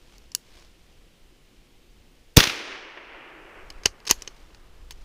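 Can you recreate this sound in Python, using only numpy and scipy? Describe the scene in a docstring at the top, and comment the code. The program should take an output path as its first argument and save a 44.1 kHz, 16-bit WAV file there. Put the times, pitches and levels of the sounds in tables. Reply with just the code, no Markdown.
"""Small clicks of a safety catch in quiet woods, one rifle shot with a long echo, then the bolt being worked.
The shot is shaped noise plus N-shaped pressure waves; the echo is separate slaps over a decaying noise roll.
Safety and bolt are brief forces driving metal resonances and a dull stock filter.
Sleeve rub, stirring air and a steady hush are filtered noise under slow envelopes or at constant level.
Gain control ducks at the shot and creeps back under the echo; overload clips the peaks."""
import sys
import numpy as np
from scipy import signal
from scipy.fft import rfft, irfft
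from scipy.io import wavfile

SR = 44100
rng = np.random.default_rng(int(sys.argv[2]) if len(sys.argv) > 2 else 0)


def put_to_file(sound):
    """Save the sound as 16-bit audio at rate SR, in the file named by the first command-line argument."""
    columns = np.atleast_2d(sound).T  # one column per channel
    safe = np.clip(columns, -1, 1)
    whole_steps = np.round(safe * 32767)
    wavfile.write(sys.argv[1], SR, whole_steps.astype(np.int16))


N = 222616
TIME = np.arange(N) / SR   # s
SHOT_S = 2.3705   # origin of the echo's travel time


def from_db(db):
    """Logarithmic level: decibels become an amplitude ratio."""
    return 10 ** (np.asarray(db) / 20)


def rms_one(x):
    """Normalization: scale a signal to unit rms."""
    return x / np.sqrt(np.mean(x ** 2) + 1e-20)


def at_hz(points, hz):
    """Logarithmic frequency scale: interpolate a table linearly in log frequency."""
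    table_hz, value = np.transpose(points)
    return np.interp(np.log(np.maximum(hz, 1)), np.log(table_hz), value)


def butter(x, hz, kind, order=2):
    """Causal filtering: a Butterworth low- or high-pass."""
    sos = signal.butter(order, np.minimum(hz, .45 * SR), kind, fs=SR, output="sos")
    return signal.sosfilt(sos, x + 1e-18)


def coloured(x, colour):
    """Minimum phase: a causal filter of given spectrum, found by folding the cepstrum; unit gain for white noise."""
    size = 8192
    spectrum = from_db(at_hz(colour, np.arange(size // 2 + 1) * SR / size))
    cepstrum = irfft(np.log(spectrum))
    cepstrum[1:size // 2] *= 2
    cepstrum[size // 2 + 1:] = 0
    response = irfft(np.exp(rfft(cepstrum)))
    return signal.oaconvolve(x, response / np.linalg.norm(response))[:N]


def noise(colour):
    """Spectral shaping: white noise filtered to a given spectrum, at unit rms."""
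    return rms_one(coloured(rng.standard_normal(N), colour))


def wander(hz):
    """Random modulation: low-passed noise of unit rms."""
    return rms_one(butter(rng.standard_normal(N), hz, "low"))


def swell(centre, width):
    """Gaussian envelope: a smooth rise and fall of height 1."""
    return np.exp(-((TIME - centre) / width) ** 2)


def burst(start, db, fade):
    """Exponential decay: an envelope that jumps up and falls by a factor e in each fade time."""
    age = TIME - start
    live = (age >= 0) & (age < 20 * fade)
    out = np.zeros(N)
    out[live] = from_db(db) * np.exp(-age[live] / fade)
    return out


def impact(start, db, fade, spike_db):
    """Impulsive excitation: one sharp spike followed by dying chatter of random sign."""
    force = burst(start, db, fade) * rng.choice([-1, 1], N)
    force[int(start * SR) + 1] = from_db(db + spike_db)
    return force


def ring(x, modes):
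    """Modal superposition: parallel damped resonances of alternating sign, with unit gain for white noise."""
    age = TIME[:SR // 20]
    response = np.zeros(len(age))
    for k, (hz, width, db) in enumerate(modes):
        decay = np.exp(-np.pi * width * age)   # a wider resonance dies sooner
        # the factor width keeps the height of each resonance independent of its width
        response += (-1) ** k * from_db(db) * width * decay * np.cos(2 * np.pi * hz * age)
    return signal.oaconvolve(x, response / np.linalg.norm(response))[:N]


# Dead knock of the stock under each contact. Each row: frequency in Hz, relative spectrum level in dB.
STOCK_SPECTRUM = [(40, -7), (100, 1.5), (150, -9), (280, -6), (430, -1.5), (560, -8.5), (1000, 3.5),
                  (1300, -3.5), (2000, 3), (3000, 2.5), (3550, -2.5), (4500, 6.5), (6500, -15), (9000, -12),
                  (15000, -5.5)]


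def contacts(table, modes, knock_db, spike_db):
    """Forced vibration: steel parts strike and chatter for milliseconds, ringing metal and knocking the stock."""
    metal, stock = np.zeros(N), np.zeros(N)
    for start, db, fade, dull_hz, ring_db in table:
        force = butter(impact(start, db, fade, spike_db), dull_hz, "low")
        metal += from_db(ring_db) * force
        stock += from_db(knock_db) * force
    return ring(metal, modes) + coloured(stock, STOCK_SPECTRUM)


def undergrowth(x, wet_db, t60, thin_hz=5000):
    """Diffuse scattering: close leaves and stems return mostly treble, a faint tail falling 60 dB in t60 seconds."""
    age = TIME[:SR // 2]
    white = rng.standard_normal(len(age))
    mostly_treble = 0.3 * white + butter(white, thin_hz, "high", order=1)
    response = mostly_treble * from_db(-60 * age / t60)
    return x + from_db(wet_db) * signal.oaconvolve(x, response / np.linalg.norm(response))[:N]


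# Steady background. Each row: frequency in Hz, relative spectrum level in dB.
HUSH_SPECTRUM = [(59, -33), (100, -2.5), (308, -5), (350, -4), (433, -9), (471, -6.5), (648, -14.5),
                 (705, -14), (1360, -19), (3050, -14), (3400, -16.5), (14100, -31.5), (15000, -29),
                 (16000, -50)]
HUSH_DB = -60   # rms level


def hush():
    """Stationary noise: the quiet background keeps one level and one spectrum."""
    return from_db(HUSH_DB) * noise(HUSH_SPECTRUM)


# The hunter shifts the rifle. Each row: centre in seconds, half-length in seconds (to 1/e),
# sleeve level in dB, air buffet level in dB.
MOVES = [(.1, 0.17, -62.5, -69), (.57, 0.12, -58, -62), (.9, .15, -68.5, -59.5), (3.73, 0.15, -67, -49),
         (4.19, 0.09, -57.5, -53), (4.42, .17, -64.5, -57.5), (4.9, 0.22, -70.5, -44),
         (5.05, .07, -65.5, -71)]
# Rubbing sleeves. Each row: frequency in Hz, relative spectrum level in dB.
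SLEEVE_SPECTRUM = [(180, -43), (300, -9), (360, -2), (494, -5.5), (1900, -8.5), (2210, -7), (5250, -8.5),
                   (14700, -31.5), (16000, -31.5)]
# Air buffeting the microphone. Each row: frequency in Hz, relative spectrum level in dB.
BUFFET_SPECTRUM = [(10, -2.5), (22, 1), (40, -3), (70, -13), (130, -29), (300, -43.5), (1000, -75)]
BUFFET_DB, BUFFET_WANDER_DB, BUFFET_WANDER_HZ = -56, 3.5, 4   # stirring air while standing still
JOLT_DB, JOLT_FADE_S = -33.5, .04   # each bolt stop shakes the microphone; dB relative to the blow


def handling(rough_db=3.3, rough_hz=120):
    """Amplitude modulation: moves raise sleeve friction and air noise; the bolt's stops jolt the microphone."""
    rub = sum(from_db(db) * swell(s, width) for s, width, db, _ in MOVES)
    stir = sum(from_db(db) * swell(s, width) for s, width, _, db in MOVES)
    jolts = sum(burst(s, db + JOLT_DB, JOLT_FADE_S) for s, db, *_ in BOLT_STOPS)
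    air = from_db(BUFFET_DB + BUFFET_WANDER_DB * wander(BUFFET_WANDER_HZ))
    roughness = from_db(rough_db * wander(rough_hz))
    sleeves = rub * roughness * noise(SLEEVE_SPECTRUM)
    return sleeves + (air + stir + jolts) * noise(BUFFET_SPECTRUM)


# Safety catch and small ticks of the grip. Each row: start in seconds, force level in dB,
# fade in seconds, low-pass edge in Hz, metal ring in dB relative to the force.
SAFETY_CONTACTS = [(.182, -39.5, 0.00089, 15000, -6), (.3182, -36, 0.0028, 7000, -3),
                   (.3497, -12, 0.00109, 15400, 2.5), (.359, -34.5, 0.0022, 12000, -1.5),
                   (.5985, -41, 0.0027, 9000, -13.5)]
# Resonances of the catch. Each row: frequency in Hz, width in Hz, relative level in dB.
SAFETY_MODES = [(1010, 76, -23), (1604, 160, -23), (2844, 174, -13), (4450, 167, -4.5), (5680, 600, -6.5),
                (7400, 550, -12), (8070, 350, -17), (9200, 242, -24), (10200, 500, -17.5),
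                (11500, 580, -18), (13140, 230, -18.5), (15000, 420, -13)]


def safety():
    """Struck resonators: light contacts ring the catch, and the undergrowth scatters the clicks."""
    clicks = contacts(SAFETY_CONTACTS, SAFETY_MODES, knock_db=-26.0, spike_db=13.5)
    return undergrowth(clicks, wet_db=-28.0, t60=0.22)


# Gas noise leading the shot, then the muzzle blast. Each row: start in seconds, level in dB, fade in seconds.
BLAST = [(2.3641, -28, .008), (2.3664, -15, .006), (2.3679, -7, .001), (2.3705, 17, .0014),
         (2.3718, 16, .0006)]
# Blast colour. Each row: frequency in Hz, relative spectrum level in dB.
BLAST_SPECTRUM = [(100, -18), (400, 2), (1200, -11), (2500, -1.5), (6000, 4.5), (8500, -11), (15000, -6.5)]
# Pressure wave, a rebound of the microphone, and low reflections. Each row: start in seconds, height in dB
# before filtering, length in seconds.
PRESSURE_WAVES = [(2.3731, 18, .0064), (2.3774, 12, .0018), (2.3800, 0, .004), (2.3893, -1, .004),
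                  (2.4098, -5, .004), (2.4725, -11, .0035)]


def muzzle(edge_hz=1100, skew=0.63):
    """Blast-wave radiation: a tearing crack with lopsided N-waves, a short swing one way and a longer one back."""
    crack = noise(BLAST_SPECTRUM) * sum(burst(*row) for row in BLAST)
    waves = np.zeros(N)
    for start, db, length in PRESSURE_WAVES:
        phase = (TIME - start) / length
        live = (phase > 0) & (phase < 1)
        waves[live] += from_db(db) * (2 * phase[live] ** skew - 1)
    rounded = butter(waves, edge_hz, "low")
    return crack + butter(rounded, 25, "high", order=1)


# Loss in air, leaves and soft ground. Each row: frequency in Hz, loss in dB per second of travel.
ABSORPTION = [(50, 34.5), (150, 27), (300, 3), (600, 3.5), (1200, 4), (2000, 8.5), (2900, 13.5),
              (3700, 30.5), (5500, 39.5), (7500, 50.5), (10000, 76.5), (15000, 132)]


def travelled(x):
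    """Absorption along the path: later echoes have come farther and lost more to air, leaves and ground."""
    hz, when, frames = signal.stft(x, SR, nperseg=1024)
    loss_db = abs(at_hz(ABSORPTION, hz))[:, None] * np.maximum(when - SHOT_S, 0)
    return signal.istft(frames * from_db(-loss_db), SR)[1][:N]


# The ground underfoot and a far bank answer once. Each row: start in seconds,
# level in dB before filtering, fade in seconds, low-pass edge in Hz.
BANKS = [(2.3776, 17, .0007, 14000), (2.9726, -17, .009, 2600)]
# The clearest trunks. Each row: start in seconds, level in dB relative to what the distance gives.
TRUNKS = [(2.3901, -1), (2.4051, 5.5), (2.4317, 1.5), (2.4403, 6.5), (2.455, -8), (2.4748, 4), (2.4992, 2)]
TRUNK_DB, TRUNK_FADE_S = 10.5, .0022   # a slap from close by, before filtering
DIRECT_LEAD_S, DIRECT_DB = .0033, -3.0   # each trunk answers twice: first directly, then a little louder via the ground
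# Wooded slopes send the echo back in swells. Each row: centre in seconds, rise in dB.
SLOPES = [(2.74, 2.5), (3.14, 2), (3.26, 2), (3.58, 4)]
SWELL_S = 0.061   # half-length, to 1/e of the rise
# Colour of the reflected sound. Each row: frequency in Hz, relative spectrum level in dB.
ECHO_SPECTRUM = [(40, -7.5), (100, -8.5), (190, -11), (350, -1), (700, -6), (1300, -4), (2300, 1),
                 (3200, 0.5), (4300, -1), (6000, -2), (7500, -14), (15000, -11)]


def woods(start_db=0.0, near_s=0.043, spreading_db=25.5, build_s=.009,
          grain_db=1.0, grain_hz=190.0, bark_hz=9000, spike_db=5.5):
    """Multiple reflection: single trunks slap back; farther ones merge into a roll that thins with the path."""
    age = np.maximum(TIME - SHOT_S, 0)
    path_db = -spreading_db * np.log10(1 + age / near_s)
    swells = sum(db * swell(s, SWELL_S) for s, db in SLOPES)
    grain = grain_db * wander(grain_hz)   # reflections arrive in clumps
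    building = 1 - np.exp(-(age / build_s) ** 4)   # the nearest trees are a few steps away
    arriving = building * from_db(start_db + path_db + swells + grain)

    slaps = sum(butter(impact(s, db, fade, spike_db), hz, "low") for s, db, fade, hz in BANKS)
    for s, extra_db in TRUNKS:
        db = TRUNK_DB + np.interp(s, TIME, path_db) + extra_db
        slaps = slaps + impact(s, db, TRUNK_FADE_S, spike_db)
        slaps = slaps + impact(s - DIRECT_LEAD_S, db + DIRECT_DB, TRUNK_FADE_S, spike_db)
    slaps = butter(slaps, 900, "high", order=1)   # thin trunks let the bass pass
    slaps = butter(slaps, bark_hz, "low", order=1)   # bark absorbs the top

    roll = arriving * rng.standard_normal(N)
    return travelled(coloured(roll + slaps, ECHO_SPECTRUM))


# Light clicks of the handle, the cartridge and the grip. Each row: start in seconds, force level in dB,
# fade in seconds, low-pass edge in Hz, metal ring in dB relative to the force.
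BOLT_CLICKS = [(3.7025, -30.5, 0.0025, 7960, -7), (3.8347, -38, .004, 7130, -4),
               (4.0023, -40, 0.0014, 5440, -10), (3.8551, -29, 0.0028, 7100, 2),
               (4.0530, -41.5, 0.0053, 12130, -8), (4.0757, -22, 0.00085, 7540, -1.5),
               (4.2210, -35.5, 0.0021, 8200, 11), (4.2755, -29.5, .0031, 4950, 3.5),
               (4.5471, -44, 0.0032, 6000, -2), (4.9085, -32, 0.0025, 13000, -4)]
# Resonances of the steel action. Each row: frequency in Hz, width in Hz, relative level in dB.
ACTION_MODES = [(417, 120, -13), (1000, 160, -25), (1590, 66, -18), (2097, 170, -17.5), (3000, 99, -7.5),
                (5340, 240, 7), (6400, 480, 4), (7400, 170, -2), (8070, 350, -7), (9250, 160, -27.5),
                (10000, 580, -10.5), (10350, 170, -16.5), (11160, 450, -13.5), (12400, 230, -5.5),
                (13600, 330, -15), (14700, 540, -22)]


def bolt():
    """Shared resonator: stops, slides and clicks all excite the same steel action, scattered by undergrowth."""
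    action = bolt_stops() + bolt_slides() + list(BOLT_CLICKS)
    struck = contacts(action, ACTION_MODES, knock_db=0.5, spike_db=9.5)
    return undergrowth(struck, wet_db=-22.0, t60=0.13)


# The bolt slides back, strips a cartridge and feeds it; the hand slips back to the grip.
# Each row: start in seconds, length in seconds, mean force level in dB.
SLIDES = [(3.848, .019, -51), (4.0674, .018, -28), (4.0932, .014, -23), (4.9108, .018, -46.5)]
CATCH_SPREAD_DB, SLIDE_RISE_DB = 3, 6.5   # unevenly, and harder as it gathers speed
CATCH_FADE_S, CATCH_HZ, CATCH_RING_DB = .002, 7600, 3   # each catch along the way


def bolt_slides(count=4, jitter=0.11):
    """Intermittent friction: each slide is a run of uneven catches that tend to grow stronger."""
    rows = []
    for s, length, db in SLIDES:
        for k, (early, strength) in enumerate(rng.standard_normal((count, 2))):
            way = (k + jitter * early * (k > 0)) / count   # fraction of the slide; the first catch is on time
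            catch_db = db + SLIDE_RISE_DB * (way - .5) + CATCH_SPREAD_DB * strength
            rows.append((s + way * length, catch_db, CATCH_FADE_S, CATCH_HZ, CATCH_RING_DB))
    return rows


# The bolt hits its rear stop, then slams home. Each row: start in seconds, force level in dB,
# fade in seconds, low-pass edge in Hz, metal ring in dB relative to the force, thump in dB relative to the blow.
BOLT_STOPS = [(3.8576, -8.5, 0.0017, 9500, 0.5, -3.5), (4.1105, -7.5, 0.0015, 14050, 7.5, -20.5)]
REBOUND_LAG_S, REBOUND_DB, REBOUND_HZ, REBOUND_RING_DB = 0.0014, -3, 5000, 6   # the bolt bounces once
# the whole rifle takes the blow
THUMP_LAG_S, THUMP_FADE_S, THUMP_HZ, THUMP_RING_DB = 0.0013, 0.0027, 700, 10
# and loose parts settle
RATTLE_LAG_S, RATTLE_DB, RATTLE_FADE_S, RATTLE_HZ, RATTLE_RING_DB = .008, -19, 0.007, 7000, -11.5


def bolt_stops():
    """Collision and rebound: each hard stop is a blow, a bounce, a dull thump and a short rattle."""
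    rows = []
    for s, db, fade, dull_hz, ring_db, thump_db in BOLT_STOPS:
        rows += [(s, db, fade, dull_hz, ring_db),
                 (s + REBOUND_LAG_S, db + REBOUND_DB, fade, REBOUND_HZ, REBOUND_RING_DB),
                 (s + THUMP_LAG_S, db + thump_db, THUMP_FADE_S, THUMP_HZ, THUMP_RING_DB),
                 (s + RATTLE_LAG_S, db + RATTLE_DB, RATTLE_FADE_S, RATTLE_HZ, RATTLE_RING_DB)]
    return rows


SWAY_HZ, SWAY_DB, SWAY_FADE_S = 85, -33.5, 0.0187   # the rear stop rocks the stock


def sway():
    """Damped free vibration: the stock's lowest mode, set off when the bolt hits its rear stop."""
    s = BOLT_STOPS[0][0]
    return burst(s, SWAY_DB, SWAY_FADE_S) * np.sin(2 * np.pi * SWAY_HZ * (TIME - s))


def scene():
    """Linear superposition: the rifle's clicks, the shot and the quiet add at the microphone."""
    clicks = safety() + bolt()
    shot = muzzle() + woods()
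    mix = shot + clicks + sway() + handling() + hush()
    return mix[None]   # one channel


def gain_control(x, threshold_db=-2.0, depth_db=18.0, release_db_per_s=12.5):
    """Dynamic compression: loud sound pulls the gain down within milliseconds; it returns slowly."""
    power = butter(x ** 2, 16, "low", order=1)
    cut_db = np.clip(10 * np.log10(abs(power) + 1e-12) - threshold_db, 0, depth_db)
    # the deepest cut so far, relaxing at a constant rate
    released_db = release_db_per_s * TIME
    held_db = np.maximum.accumulate(cut_db + released_db, axis=-1) - released_db
    return x * from_db(-held_db)


CUTOFF_HZ = 15500   # upper edge of the recorded band


def record(dry):
    """Saturation and band limiting: gain control, then hard overload, then a steep top cut."""
    clipped = np.clip(gain_control(dry), -.92, .92)
    top_cut = signal.ellip(10, .1, 80, CUTOFF_HZ, fs=SR, output="sos")
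    return signal.sosfilt(top_cut, clipped)


dry = scene()
out = record(dry)
put_to_file(out)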